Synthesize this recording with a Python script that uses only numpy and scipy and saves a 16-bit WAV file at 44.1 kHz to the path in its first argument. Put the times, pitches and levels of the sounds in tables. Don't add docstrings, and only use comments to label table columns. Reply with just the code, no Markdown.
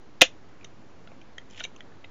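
import sys
import numpy as np
from scipy import signal
from scipy.fft import rfft, irfft
from scipy.io import wavfile
from scipy.ndimage import uniform_filter1d

SR = 44100
rng = np.random.default_rng(int(sys.argv[2]) if len(sys.argv) > 2 else 0)


def linear_from_db(decibels):
    return 10 ** (np.asarray(decibels, float) / 20)


def dump(signal):
    limited = np.clip(np.atleast_2d(signal).T, -1, 1)
    pcm = np.round(limited * 32767).astype(np.int16)
    wavfile.write(sys.argv[1], SR, pcm)


N = 92610
T = np.arange(N) / SR

# [t/s, level/dB, chatter/s, barrel thud/dB]
SHUTTER_IMPACTS = [
    (.2101, -11, 0.01, -24),
    (.2133, -17.5, 0.0019, -21),
    (.2154, 4, .003, -16.5),
    (.2172, 7, 0.0039, -30),
    (.2205, -3, .002, -5),
    (.2228, -2.5, 0.0018, -20.5),
    (.2270, -9.5, 0.0011, -20),
    (.2290, -17.5, .002, -19.5),
    (.2370, -20.5, 0.0014, -17),
]
# [f/Hz, level/dB, T60/s]
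MECHANISM_MODES = [(1422, -14, 0.094), (1663, -9.5, 0.2), (1906, 0, 0.028), (2207, 4, 0.054),
                   (2439, -5.5, 0.082), (2660, 12, 0.13), (2797, -1.5, 0.43), (3192, -6.5, 0.16),
                   (3920, -5.5, 0.077), (4118, -20, 0.16), (5284, -11.5, 0.12), (6140, -12, 0.18),
                   (7158, -11, 0.096)]
# [f/Hz, level/dB, T60/s]
BARREL_MODES = [(308, -5.5, 0.039), (519, -4, 0.065), (676, -3, .05), (1060, -9.5, .015), (1390, -15, .02)]
# [t/s, level/dB, ring f/Hz, bright click/dB, thud/dB]
FINGER_TICKS = [(.6105, -46, 2400, -16, -22), (.6290, -52, 2297, -18, -20), (.6442, -38.5, 1986, 1.5, -20),
                (.6450, -40.5, 3700, -6, -20), (.6470, -37.5, 2800, -6.5, -15),
                (1.0728, -45, 3366, -18, -2.5), (1.0745, -42, 1428, -20, -15), (1.1165, -49, 2300, -18, 7),
                (1.2146, -43.5, 2492, -12, -17), (1.3812, -30, 1930, -12.5, -28),
                (1.3812, -31.5, 3190, -14, -12), (1.3815, -45, 1399, -26, -20),
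                (1.4153, -49.5, 2010, -10, -11), (1.7622, -43.5, 2834, -1, -3),
                (1.8062, -32, 1960, -26, -28), (1.8062, -38, 3210, -16, -24),
                (1.9200, -49.5, 1728, -20, -17), (2.0410, -42.5, 2602, -25, -10),
                (2.0437, -37.5, 2080, -28, -8), (2.0440, -41, 2603, -23, -25),
                (2.0445, -45, 3700, -22, -22)]
# [t/s, level/dB, ring f/Hz, bright click/dB, thud/dB]
LEVER_CATCHES = [(1.5005, -54.5, 3100, 6, -11), (1.5090, -51.5, 3080, 7.5, 5),
                 (1.5330, -49, 2500, -5, -15.5), (1.5456, -43, 2550, -17, -15),
                 (1.5600, -45, 3260, -13, -18), (1.5752, -41, 3100, -6, -21),
                 (1.5795, -35.5, 3100, -19, -11), (1.5932, -35, 3470, -17, -16),
                 (1.5975, -34, 1880, -2, -18), (1.6032, -27.5, 3700, -19, -13.5),
                 (1.6068, -27.5, 1440, -23, -8.5), (1.6123, -32.5, 3690, -25, -26),
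                 (1.6380, -31.5, 3850, 2.5, -17), (1.6404, -29, 2820, -3, -23),
                 (1.6435, -30.5, 3750, -10, -19), (1.6501, -25.5, 2290, -8, -9.5)]
# [t/s, level/dB]
LEVER_FRICTION = [(1.495, -69), (1.503, -65), (1.53, -59), (1.55, -58), (1.575, -53), (1.6, -49),
                  (1.625, -57.5), (1.635, -47), (1.668, -75)]
# [f/Hz, width/Hz, level/dB]
HOUSING_RESONANCES = [(1950, 700, -3), (2750, 530, 3), (3250, 600, 1.5), (3884, 590, -6.5),
                      (5300, 1000, -9.5), (6270, 800, -10.5), (7000, 600, -13)]
# [f/Hz, density/dB]
AIR_SPECTRUM = [(18, -40), (30, -9.5), (97, -9.5), (266, -8), (292, -8), (328, -9), (582, -14.5),
                (700, -15.5), (7300, -37), (9490, -58.5), (16100, -120)]

MECHANISM_DB, CRACK_DB = -11.5, 3.5
MECHANISM_T60_SCALE = 0.17
MODE_SCATTER_DB = 2
BARREL_LOW_HZ = 232
FINGER_CHATTER_S, FINGER_BODY_DB = 0.0051, -6
LEVER_CHATTER_S, LEVER_BODY_DB = 0.0036, 1.5
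TICK_T60_S, TICK_LOW_HZ, TICK_GAIN_DB = 0.017, 1300, -1
BRIGHT_HZ, BRIGHT_WIDTH_HZ = 6200, 1500
BENCH_T60_S, BENCH_DB = 0.085, -12
ROOM_T60_S, ROOM_DB = 0.16, -22
ECHO_LOW_HZ = 900
ECHO_DIP_HZ, ECHO_DIP_WIDTH_HZ, ECHO_DIP = 2750, 1400, 0.35
AIR_DB, SWELL_DB, FLICKER_DB = -53, 0.4, 0.8
FAN_HZ, FAN_WIDTH_HZ, FAN_DB = 100, 22, -63.5
MIC_DIP_HZ, MIC_DIP_WIDTH_HZ, MIC_DIP = 4750, 400, 0.35
MIC_TOP_HZ, MIC_CLIP = 7240, 0.86
STAGE_TOP_HZ, STAGE_CLIP, STAGE_OFFSET = 16000, 0.72, 0.0061


def unit(x):
    return x / np.sqrt(np.mean(x ** 2))


def peak(x):
    return x / np.max(np.abs(x))


def high_pass(x, order, hz):
    return signal.sosfilt(signal.butter(order, hz, "high", fs=SR, output="sos"), x)


def band(x, hz, width_hz):
    b, a = signal.iirpeak(hz, hz / width_hz, SR)
    return signal.lfilter(b, a, x)


def walk(rate_hz):
    hold = int(SR / rate_hz)
    steps = np.repeat(rng.standard_normal(N // hold + 1), hold)
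    return 1.3 * uniform_filter1d(uniform_filter1d(steps, hold), hold)[:N]


def add(out, t_s, x, db):
    i = int(t_s * SR)
    x = x[:N - i]
    out[i:i + len(x)] += x * linear_from_db(db)


def chatter(t60_s):
    n = np.arange(SR // 8)
    force, unevenness = rng.standard_normal((len(n), 2)).T
    x = force * linear_from_db(5.0 * unevenness) * linear_from_db(-20 * n / SR / t60_s)
    return x / np.sqrt(np.sum(x ** 2))


def ring(x, modes, t60_scale):
    out = 0
    luck = rng.standard_normal((len(modes), 2))
    for (hz, db, t60_s), (strength, sign) in zip(modes, luck):
        pole = np.exp(2j * np.pi * hz / SR - np.log(1000) / (t60_s * t60_scale * SR))
        mode = signal.lfilter([1], [1, -pole], x).imag
        out = out + linear_from_db(db + MODE_SCATTER_DB * strength) * np.sign(sign) * mode
    return out


def housing(x, count=7):
    out = 0
    for k, (hz, width_hz, db) in enumerate(HOUSING_RESONANCES[:count]):
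        out = out + (-1) ** k * linear_from_db(db) * band(band(x, hz, width_hz), hz, 2 * width_hz)
    return out


def barrel(contact, t60_scale):
    return peak(high_pass(ring(contact, BARREL_MODES, t60_scale), 2, BARREL_LOW_HZ))


def shutter():
    out = np.zeros(N)
    for t_s, db, chatter_s, thud_db in SHUTTER_IMPACTS:
        contact = chatter(chatter_s)
        metal = linear_from_db(MECHANISM_DB) * peak(ring(contact, MECHANISM_MODES, MECHANISM_T60_SCALE))
        crack = linear_from_db(CRACK_DB) * peak(housing(contact))
        thud = linear_from_db(thud_db) * barrel(contact, 0.93)
        add(out, t_s, metal + crack + thud, db)
    return out


def ticks(table, chatter_s, body_db):
    out = np.zeros(N)
    for t_s, db, hz, bright_db, thud_db in table:
        contact = chatter(chatter_s)
        part = peak(ring(contact, [(hz, 0, TICK_T60_S)], 1))
        body = linear_from_db(body_db) * peak(housing(contact, count=4))
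        bright = band(band(contact, BRIGHT_HZ, BRIGHT_WIDTH_HZ), BRIGHT_HZ, BRIGHT_WIDTH_HZ)
        x = high_pass(part + body, 2, TICK_LOW_HZ) + linear_from_db(bright_db) * peak(bright)
        add(out, t_s, x + linear_from_db(thud_db) * barrel(contact, 0.61), db + TICK_GAIN_DB)
    return out


def scrape():
    t_s, db = np.array(LEVER_FRICTION).T
    force, unevenness = rng.standard_normal((N, 2)).T
    friction = force * linear_from_db(3.0 * unevenness + 2.5 * walk(120))
    grains = unit(housing(friction)) + linear_from_db(-7.5) * unit(band(friction, BRIGHT_HZ, BRIGHT_WIDTH_HZ))
    return grains * linear_from_db(np.interp(T, t_s, db, left=-120, right=-120))


def decay(t, t60_s, db, onset_s):
    return linear_from_db(db - 60 * t / t60_s) * (t > onset_s) * np.sqrt(2 * np.log(1000) / (t60_s * SR))


def reverberation(near):
    t = T[:SR // 2]
    envelope = decay(t, BENCH_T60_S, BENCH_DB, 0.0015) + decay(t, ROOM_T60_S, ROOM_DB, 0.008)
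    echo = high_pass(rng.standard_normal(len(t)) * envelope, 1, ECHO_LOW_HZ)
    echo = echo - ECHO_DIP * band(echo, ECHO_DIP_HZ, ECHO_DIP_WIDTH_HZ)
    return signal.fftconvolve(near, echo)[:N]


def air():
    hz, db = np.array(AIR_SPECTRUM).T
    f = np.maximum(np.fft.rfftfreq(N, 1 / SR), 1)
    spectrum = rfft(rng.standard_normal(N)) * linear_from_db(np.interp(np.log(f), np.log(hz), db))
    out, swell = 0, walk(4.5)
    for k in range(-1, 18):
        share = np.clip(1 - np.abs(2 * np.log2(f / 30) - k), 0, 1)
        out = out + irfft(spectrum * share, N) * linear_from_db(SWELL_DB * swell + FLICKER_DB * walk(4.2))
    return unit(out) * linear_from_db(AIR_DB)


def fan():
    hum = band(band(rng.standard_normal(N), FAN_HZ, FAN_WIDTH_HZ), FAN_HZ, 2 * FAN_WIDTH_HZ)
    return linear_from_db(FAN_DB) * unit(hum)


def scene():
    near = shutter()
    near = near + ticks(FINGER_TICKS, FINGER_CHATTER_S, FINGER_BODY_DB)
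    near = near + ticks(LEVER_CATCHES, LEVER_CHATTER_S, LEVER_BODY_DB) + scrape()
    near = near - MIC_DIP * band(near, MIC_DIP_HZ, MIC_DIP_WIDTH_HZ)
    return (near + reverberation(near) + air() + fan())[None]


def band_limit(x):
    return signal.sosfilt(signal.butter(12, 16590, fs=SR, output="sos"), x)


def record(dry):
    narrow = signal.cheby1(8, 0.3, MIC_TOP_HZ, fs=SR, output="sos")
    overloaded = np.clip(signal.sosfilt(narrow, dry), -MIC_CLIP, MIC_CLIP)
    x = signal.sosfiltfilt(narrow, overloaded)
    shaved = np.clip(x, -STAGE_CLIP, STAGE_CLIP)
    mix = signal.filtfilt(signal.firwin(63, STAGE_TOP_HZ, fs=SR), 1, shaved) + STAGE_OFFSET
    return band_limit(mix)


dry = scene()
out = record(dry)
dump(out)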